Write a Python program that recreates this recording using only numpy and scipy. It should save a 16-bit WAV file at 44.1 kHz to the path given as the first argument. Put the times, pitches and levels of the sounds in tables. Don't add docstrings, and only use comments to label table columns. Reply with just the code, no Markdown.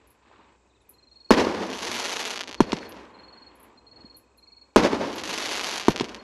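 import sys
import numpy as np
from scipy import signal
from scipy.fft import rfft, irfft
from scipy.io import wavfile
from scipy.ndimage import uniform_filter1d

SR = 44100
rng = np.random.default_rng(int(sys.argv[2]) if len(sys.argv) > 2 else 0)


def to_wav(sig):
    pcm = np.clip(np.atleast_2d(sig), -1, 1) * 32767
    pcm = np.round(pcm).astype(np.int16)
    wavfile.write(sys.argv[1], SR, pcm.T)


def boost(x):
    u = np.asarray(x, float) / 20
    return 10 ** u


N = 274743


def add(out, s, x):
    i = int(s * SR)
    out[i:i + len(x)] += x[:N - i]


def shape(table, size):
    hz, db = np.transpose(table)
    return np.interp(np.log(np.arange(size // 2 + 1) * SR / size + 1), np.log(hz), db)


def noise(table, lo_hz, hi_hz):
    spec = rfft(rng.standard_normal(N)) * boost(shape(table, N))
    band = spec[int(lo_hz * N / SR):int(hi_hz * N / SR)]
    return irfft(spec, N) * N / np.sqrt(2 * np.sum(abs(band) ** 2))


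def causal(table, size=1024):
    cep = irfft(np.log(boost(shape(table, size))), size)
    cep[1:size // 2] *= 2
    cep[size // 2 + 1:] = 0
    return irfft(np.exp(rfft(cep)), size)[:size // 2]


def walk(rate):
    k = int(SR / rate)
    held = np.repeat(rng.standard_normal(N // k + 1), k)
    return 1.1 * uniform_filter1d(held, k)[:N]


def high(x, hz, order):
    return signal.sosfilt(signal.cheby1(order, .5, hz, "high", fs=SR, output="sos"), x)


def dull(x, hz):
    return signal.sosfilt(signal.butter(3, hz, fs=SR, output="sos"), x)


# (frequency [Hz], level [dB])
POP_COLOUR = [(88, -46), (150, -39.5), (181, -24.5), (309, -2), (636, 1.5), (948, 0.5), (1440, -0.5),
              (1880, 1), (4600, 0), (5250, -4.5), (6110, -2), (8610, -17.5), (11400, -13.5), (12600, -26),
              (14100, -46)]


def bang(paths, push_s, sag, rise_s, cut_hz, drive, leak_hz, front, grit_db, grit_s):
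    t = np.arange(2600) / SR
    arrivals = np.zeros(len(t))
    for s, share in [(0.00018, 1)] + paths:
        arrivals[int(s * SR)] += share
    wave = (1 - t / push_s) * np.exp(-sag * t / push_s) * (1 - np.exp(-t / rise_s))
    pressure = np.convolve(arrivals, wave)[:len(t)]
    body = np.tanh(drive * high(pressure, cut_hz, order=4))
    body = signal.sosfilt(signal.butter(1, leak_hz, "high", fs=SR, output="sos"), body)
    edge = front * np.sin(np.pi * np.minimum(t / 5e-4, 1))
    shock = np.convolve(arrivals * (arrivals > .5), edge)[:len(t)]
    pop = causal(POP_COLOUR)
    grit = boost(grit_db) * np.exp(-t / grit_s) * np.convolve(rng.standard_normal(len(t)), pop, "same")
    return body + shock + grit / np.sqrt(np.sum(pop ** 2))


# (time [s], ground echo delay [s], level [dB])
BURSTS = [
    (1.30655, .00475, -2.3),
    (4.76075, .0050, -2.3),
]
# (delay [s], share of the direct wave [1])
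BURST_PATHS = [(.00224, .36), (.00814, .33)]


def burst():
    out = np.zeros(N)
    for s, ground_s, db in BURSTS:
        paths = BURST_PATHS + [(ground_s, .67)]
        wave = bang(paths, push_s=.00595, sag=.97, rise_s=.00029, cut_hz=212, drive=10.7, leak_hz=266,
                    front=.45, grit_db=-20.5, grit_s=.014)
        add(out, s, boost(db) * wave)
    return out


# (time [s], ground echo delay [s], level [dB])
LIFTS = [
    (2.60475, .0031, -1.6),
    (5.8831, .0028, -2.2),
]
# (delay [s], share of the direct wave [1])
LIFT_PATHS = [(.00181, -.28), (.00642, -.31)]
# (crack time [s], crack level [dB], thump time [s], thump level [dB])
WALL = [
    (2.7200, -10, 2.7294, -12.5),
    (5.9985, -10.5, 6.0082, -12.5),
]


def lift_charge():
    out = np.zeros(N)
    for (s, ground_s, db), (crack_s, crack_db, thump_s, thump_db) in zip(LIFTS, WALL):
        paths = LIFT_PATHS + [(ground_s, .81)]
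        lift = bang(paths, push_s=.00586, sag=.225, rise_s=.00041, cut_hz=159, drive=3.5, leak_hz=70,
                    front=.1, grit_db=-20, grit_s=.006)
        t = np.arange(len(lift)) / SR
        lift = lift + .62 * np.sin(2 * np.pi * 930 * t) * np.exp(-t / .003)
        add(out, s, boost(db) * lift)
        scatter = .55 * rng.standard_normal(len(lift)) * np.exp(-t / .006)
        add(out, thump_s, boost(thump_db) * dull(dull(lift, 1300) + scatter, 4500))
        t = np.arange(400) / SR
        jitter = rng.standard_normal(400).cumsum() * .6
        ring = np.exp(-t / .002) * np.sin(2 * np.pi * 3700 * t + jitter)
        rattle = np.exp(-t / .00008) + .6 * ring
        add(out, crack_s, boost(crack_db) * dull(high(rattle, 400, order=1), 5500))
    return out


# (time [s], peak level [dB], pitch [Hz])
SLAPS = [(0.31, -45, 385), (.313, -35, 890), (.339, -42, 1400), (1.47, -10.5, 975), (2.83, -18.5, 1790),
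         (4.931, -8.5, 940), (1.37, -15, 462), (1.391, -3, 395), (1.467, -2, 392), (2.491, -23.5, 353),
         (4.042, -28.5, 240), (4.829, -8, 295), (4.847, -1.5, 455), (4.884, -13, 520), (4.929, -2, 340),
         (5.01, -9, 496), (5.049, -17, 250)]


def slaps():
    out = np.zeros(N)
    for s, db, hz in SLAPS:
        t = np.arange(int(3.0 * SR / hz)) / SR
        add(out, s, -boost(db - 9.5) * np.sin(2 * np.pi * hz * t) * np.hanning(len(t)))
    return out


# (time alight [s], time of last dense crackle [s], level [dB])
STARS = [
    (1.83, 2.34, -35.5),
    (5.28, 5.8, -35),
]


def stars(t):
    shells = []
    for lit, end, _ in STARS:
        kindle_db, burn_out_db = 83.5 * (t - lit), 415 * (end - t)
        slopes = np.minimum(kindle_db, burn_out_db).clip(-80, 0)
        arch = np.minimum(((2 * t - lit - end) / (end - lit)) ** 2, 1)
        shells.append(slopes - 2 * arch)
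    under = np.max(shells, axis=0)
    nearest = np.interp(t, [STARS[0][1], STARS[1][0]], [STARS[0][2], STARS[1][2]])
    return nearest + under, under


# (time [s], peak level [dB])
FIRST_SHELL_POPS = [(1.6344, -26), (1.6733, -28), (1.714, -23), (1.7294, -21), (1.7337, -20), (2.3598, -18),
                    (2.3672, -21), (2.3759, -16), (2.3926, -18), (2.4064, -20), (2.4093, -13),
                    (2.4149, -20), (2.4301, -28), (2.4361, -21), (2.4751, -24), (2.4796, -22),
                    (2.4906, -26), (2.4939, -24), (2.5125, -23), (2.5279, -23), (2.5449, -20)]
SECOND_SHELL_POPS = [(5.129, -25), (5.1397, -26), (5.1813, -23), (5.1853, -22), (5.1985, -23),
                     (5.8098, -19), (5.8166, -24), (5.8262, -22), (5.8351, -21), (5.8499, -22),
                     (5.8575, -23), (5.8673, -24), (5.8716, -20), (5.9043, -21), (5.9072, -18), (5.91, -23),
                     (5.9179, -23), (5.9205, -21), (5.93, -26), (5.9613, -13), (5.9773, -19), (5.9897, -23),
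                     (6.0156, -21), (6.0437, -20), (6.054, -29), (6.0865, -29), (6.0933, -26),
                     (6.1465, -21), (6.1636, -33)]
# (time [s], peak level [dB])
EMBERS = [(2.627, -26), (2.652, -35), (2.768, -23.5), (2.787, -26), (2.922, -30.5), (2.967, -37),
          (2.99, -49)]


def lone_stars(pop):
    lone, embers = np.zeros(N), np.zeros(N)
    for s, peak_db in FIRST_SHELL_POPS + SECOND_SHELL_POPS:
        lone[int(s * SR)] = boost(peak_db + 2.5) / pop.max()
    for s, peak_db in EMBERS:
        embers[int(s * SR)] = boost(peak_db + 3.0) / pop.max()
    return 0.37 * dull(lone, 11000) + 0.64 * lone + high(dull(embers, 7000), 2000, order=2)


GROUND_LAGS_S = [.0043, .0047, .0050, .0054]


def crackle(db, rate):
    pop = causal(POP_COLOUR)
    when, strength, place = rng.random((N, 3)).T
    clusters = .75 * rate * boost(2.6 * walk(400))
    hits = (when < clusters / SR) * boost(-3.9 * np.log(strength + .02))
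    band = signal.butter(3, [1800, 3800], "band", fs=SR, output="sos")
    power = uniform_filter1d(signal.sosfilt(band, np.convolve(hits, pop)[:N]) ** 2, size=2500)
    hits = boost(db) * hits / np.sqrt(power + 1e-9) * 0.84
    lone = lone_stars(pop)
    out, t = 0, np.arange(12000) / SR
    for k, lag_s in enumerate(GROUND_LAGS_S):
        mine = (place * len(GROUND_LAGS_S)).astype(int) == k
        part = np.convolve(hits * mine + lone * (k == 2), pop)[:N]
        lag = int(lag_s * SR)
        part[lag:] += .65 * uniform_filter1d(part, size=2)[:-lag]
        decay = boost(-20.5) * np.exp(-t / 0.0004) + boost(-49) * np.exp(-t / .02)
        wash = rng.standard_normal(len(t)) * decay * (t > 0)
        wash += dull(rng.standard_normal(len(t)), 8000) * boost(-51) * np.exp(-t / 0.21)
        out = out + part + boost(-3.0) * signal.fftconvolve(part, wash)[:N]
    return out


def echoes(t, s, groups, colour, gain_db=0):
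    power = 0
    for delay, db, t60 in groups:
        age = np.maximum(t - s - delay, 0)
        build = 1 - np.exp(-age / (0.0056 + 0.041 * delay))
        power = power + (boost(db - 60 * age / t60) * build) ** 2
    return np.array([power * boost(gain_db + db + slope * np.clip(t - s, 0, 2)) ** 2 for db, slope in colour])


HILL_DB = [-80, -63, -61.5, -64.5]


def hill(t, s):
    delay_s, length_s = .83, .36
    swell = np.sin(np.pi * np.clip((t - s - delay_s) / length_s, 0, 1)).clip(0) ** 0.39
    return (boost(np.c_[HILL_DB]) * swell) ** 2


# (delay [s], level [dB], t60 [s])
BURST_ECHOES = [(.004, -16, 0.32), (0.06, -17, 0.4), (0.149, -27, 0.88), (.23, -30.5, 1.4),
                (.5, -42.5, 5.7)]
LIFT_ECHOES = [(.004, -25.5, 0.14), (0.051, -40, 1.53), (.12, -38.5, 0.48), (0.198, -39.5, 0.4),
               (.33, -44.5, 0.86), (.55, -54, 1.7)]
# (level [dB], change with travel [dB/s])
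BURST_COLOUR = [(-21, -14.5), (1.06, -0.87), (-5.5, 1.5), (-8, -6.5)]
LIFT_COLOUR = [(-11.5, -14.5), (2.9, -11.9), (-8.5, 9.5), (-7.5, 6)]


def neighbourhood(t):
    earlier_s = -.62
    power = sum(echoes(t, s, BURST_ECHOES, BURST_COLOUR) for s, _, _ in BURSTS)
    power += sum(echoes(t, s, LIFT_ECHOES, LIFT_COLOUR) for s, _, _ in LIFTS)
    power += echoes(t, earlier_s, LIFT_ECHOES, LIFT_COLOUR, gain_db=-9)
    return power + sum(hill(t, s) for s in [earlier_s] + [row[0] for row in LIFTS])


# (frequency [Hz], level [dB])
BOOM = [(59, -39.5), (100, -10), (145, -26.5), (184, -3.5), (327, 1), (362, -1.5), (496, -2.5), (800, -12),
        (1040, -24), (1760, -120)]
MIDDLE = [(290, -23.5), (500, -9.5), (677, -9), (879, 0.5), (1050, 1), (1430, -10.5), (2200, -28),
          (2860, -59.5), (4840, -120)]
TREBLE = [(880, -27.5), (1500, 2.5), (2440, -0.5), (3730, -5.5), (4290, -4.5), (6180, -10.5), (8580, -25),
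          (11600, -25.5), (12600, -44.5), (13000, -78), (14100, -80)]


def roll(power, stars_db):
    _, boom, middle, top = np.sqrt(power)
    lumps = boost(1.3 * walk(70))
    out = boom * noise(BOOM, 170, 850) + middle * noise(MIDDLE, 660, 1800)
    treble = noise(TREBLE, 1600, 5600)
    far = np.clip((-46 - 10 * np.log10(power[3] + boost(stars_db) ** 2)) / 22, 0, .9)
    treble = boost(1.8 * walk(220)) * ((1 - far) * treble + far * dull(treble, 4500))
    return lumps * (out + top * treble)


def chirp(hz, fall_hz, length_s):
    t = np.arange(int(length_s * SR)) / SR
    phase = 2 * np.pi * (hz * t - fall_hz * t ** 2 / (2 * length_s))
    return np.sin(phase) * signal.windows.tukey(len(t), .45)


# (first stroke [s], last stroke [s], first level [dB], swell [dB per stroke])
CRICKET = [(0.936, 1.287, -59.5, 2.1), (2.528, 2.853, -33, 1.1), (3.139, 3.462, -54, 2.5),
           (3.772, 3.774, -52.5, 0), (3.864, 4.142, -49.5, 1.5), (4.378, 4.61, -54, 3),
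           (6.186, 6.187, -37, 9)]


def strokes():
    stroke_s, full_db = .0455, -47.5
    rows = []
    for first, last, db, swell_db in CRICKET:
        for k, s in enumerate(np.linspace(first, last, round((last - first) / stroke_s) + 1)):
            level = min(db + k * swell_db, full_db)
            hz = max(4320 + 26 * (level - full_db), 4185)
            rows.append((s, level, hz))
    return rows


# (time [s], peak level [dB], pitch [Hz])
FAR_CRICKET = [(.23, -72, 3600), (.28, -68, 3600), (.33, -66, 3600), (.38, -66, 3600), (.425, -67, 3600),
               (.695, -66, 3600), (.745, -64, 3600), (.80, -65, 3600), (1.08, -67, 3600), (1.13, -66, 3600),
               (1.185, -65, 3600)]
# (start [s], end [s], pitch
# [Hz], throb rate [1/s], level [dB])
TRILLS = [(0, 6.23, 2530, 26, -79), (4.4, 4.76, 2280, 26, -76), (2.9, 4.76, 4300, 22, -84),
          (1.03, 1.3, 5700, 11, -85)]


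def insects(t):
    out = np.zeros(N)
    for s, db, hz in strokes():
        db = db + .6 * rng.standard_normal()
        hz = hz + 8 * rng.standard_normal()
        add(out, s, boost(db) * chirp(hz + 80, 170, 0.024))
        add(out, s + .021, boost(db - 15) * chirp(hz + 80, 170, .022))
    ring = np.arange(12000) / SR
    tail = rng.standard_normal(len(ring)) * np.exp(-ring / 0.068)
    out += boost(-45) * signal.fftconvolve(out, tail)[:N]
    for s, db, hz in FAR_CRICKET:
        add(out, s, boost(db - 4) * chirp(hz + 600, 800, .028))
        add(out, s + .018, boost(db - 11) * chirp(hz + 600, 800, .028))
    for s0, s1, hz, rate, db in TRILLS:
        tone = noise([(hz - 300, -40), (hz - 60, 0), (hz + 60, 0), (hz + 300, -40)], 100, 9000)
        throb = (1 + np.sin(2 * np.pi * rate * t + walk(3))) ** 2 / 2
        out += boost(db) * tone * (t > s0) * (t < s1) * throb
    return out


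# (time [s], peak level [dB], start pitch [Hz])
BAT = [(0.07, -59, 12400), (0.101, -56, 12800), (.814, -72, 11200), (0.89, -43.5, 14200),
       (1.949, -46, 13300), (2.888, -45, 14000), (3.552, -60, 12300), (3.597, -55, 12800),
       (3.626, -50.5, 13500), (4.165, -45.5, 13900), (4.373, -59.5, 12550), (5.153, -46, 13530),
       (5.896, -45, 13600)]


def bat():
    out = np.zeros(N)
    for s, db, hz in BAT:
        squeak = chirp(hz, hz - 9600, .011)
        add(out, s, boost(db) * squeak)
        add(out, s + .0055, boost(db - 10) * squeak)
    t = np.arange(4000) / SR
    leaves = rng.standard_normal(len(t)) * np.exp(-t / 0.017) * (t > .008)
    return out + boost(-27.5) * signal.fftconvolve(out, leaves)[:N]


# (time [s], level [dB])
GUST = [(0, -62.5), (.3, -71), (.6, -68), (.9, -64.5), (1.3, -68.5), (1.8, -54), (1.95, -64), (2.4, -71),
        (2.6, -50), (3.2, -63.5), (3.85, -65.5), (4, -55.5), (4.1, -60), (4.3, -67.5), (4.75, -73),
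        (5.2, -50), (5.35, -58.5), (6.23, -59)]
RUSTLE_DB = [-3.3, -1.5, -11, -11]
NIGHT_DB = [-96.5, -76, -74, -81.5]


def moving_air(t):
    gust_db = np.interp(t, *np.transpose(GUST))
    return boost(gust_db + np.c_[RUSTLE_DB]) ** 2 + boost(np.c_[NIGHT_DB]) ** 2


# (frequency [Hz], level [dB])
WIND_COLOUR = [(8.8, -40.5), (15, -18), (27, -13.5), (44, -6.5), (59, 5.5), (102, 2), (144, -4.5),
               (170, -13), (220, -32.5), (370, -120)]


def wind(power):
    return np.sqrt(power[0]) * noise(WIND_COLOUR, 20, 140)


def hum(t):
    return boost(-69 + 1.5 * walk(6)) * np.sin(2 * np.pi * 62.6 * t + .8 * walk(6.8))


# (frequency [Hz], level [dB])
HISS_COLOUR = [(2060, -11.5), (3500, -14), (3670, -6.5), (4380, -9.5), (6430, -8.5), (7680, -2.5),
               (9710, -29.5), (10100, -31.5), (11000, -42), (14300, -70.5), (22000, -120)]


def hiss():
    return boost(-79 + .8 * walk(36)) * noise(HISS_COLOUR, 5600, 9000)


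# (frequency [Hz], level [dB])
APART = [(60, -17), (110, -24.5), (200, -33.5), (370, -40), (670, -35.5), (1220, -33), (2240, -24),
         (4090, -21.5), (7470, -21), (13700, -15.5)]


def microphones(mid, shots, rumble):
    blur = rng.standard_normal(600) * np.exp(-np.arange(600) / 150)
    blur = irfft(rfft(blur) / abs(rfft(blur)))
    side = signal.fftconvolve(mid + 0.83 * shots, np.convolve(blur, causal(APART)))[:N]
    sag = -signal.sosfilt(signal.butter(1, [12, 40], "band", fs=SR, output="sos"), shots ** 2)
    left = mid + side + boost(-1) * rumble + .5 * sag
    right = mid - side + boost(-2.5) * rumble + .1 * sag
    return np.array([left, right])


def scene():
    t = np.arange(N) / SR
    stars_db, under_db = stars(t)
    power = moving_air(t) + neighbourhood(t)
    power[1] += boost(stars_db - 15) ** 2
    power[2] += boost(stars_db - 5 - 6.5) ** 2
    power[3] += boost(stars_db) ** 2 * (1 - .96)
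    shots = burst() + lift_charge() + slaps()
    pops_per_s = 1050 * boost(.8 * np.maximum(under_db, -15))
    mid = roll(power, stars_db) + crackle(stars_db, pops_per_s)
    ceiling = signal.ellip(8, .2, 60, 12100, fs=SR, output="sos")
    mid = shots + signal.sosfilt(ceiling, mid)
    mid += insects(t) + bat() + hum(t) + hiss()
    return microphones(mid, shots, wind(power))


def low_pass(x):
    return signal.sosfilt(signal.butter(12, 14260, fs=SR, output="sos"), x)


def record(dry):
    mix = dull(np.clip(dry, -1, 1), 12500)
    return low_pass(mix)


dry = scene()
out = record(dry)
to_wav(out)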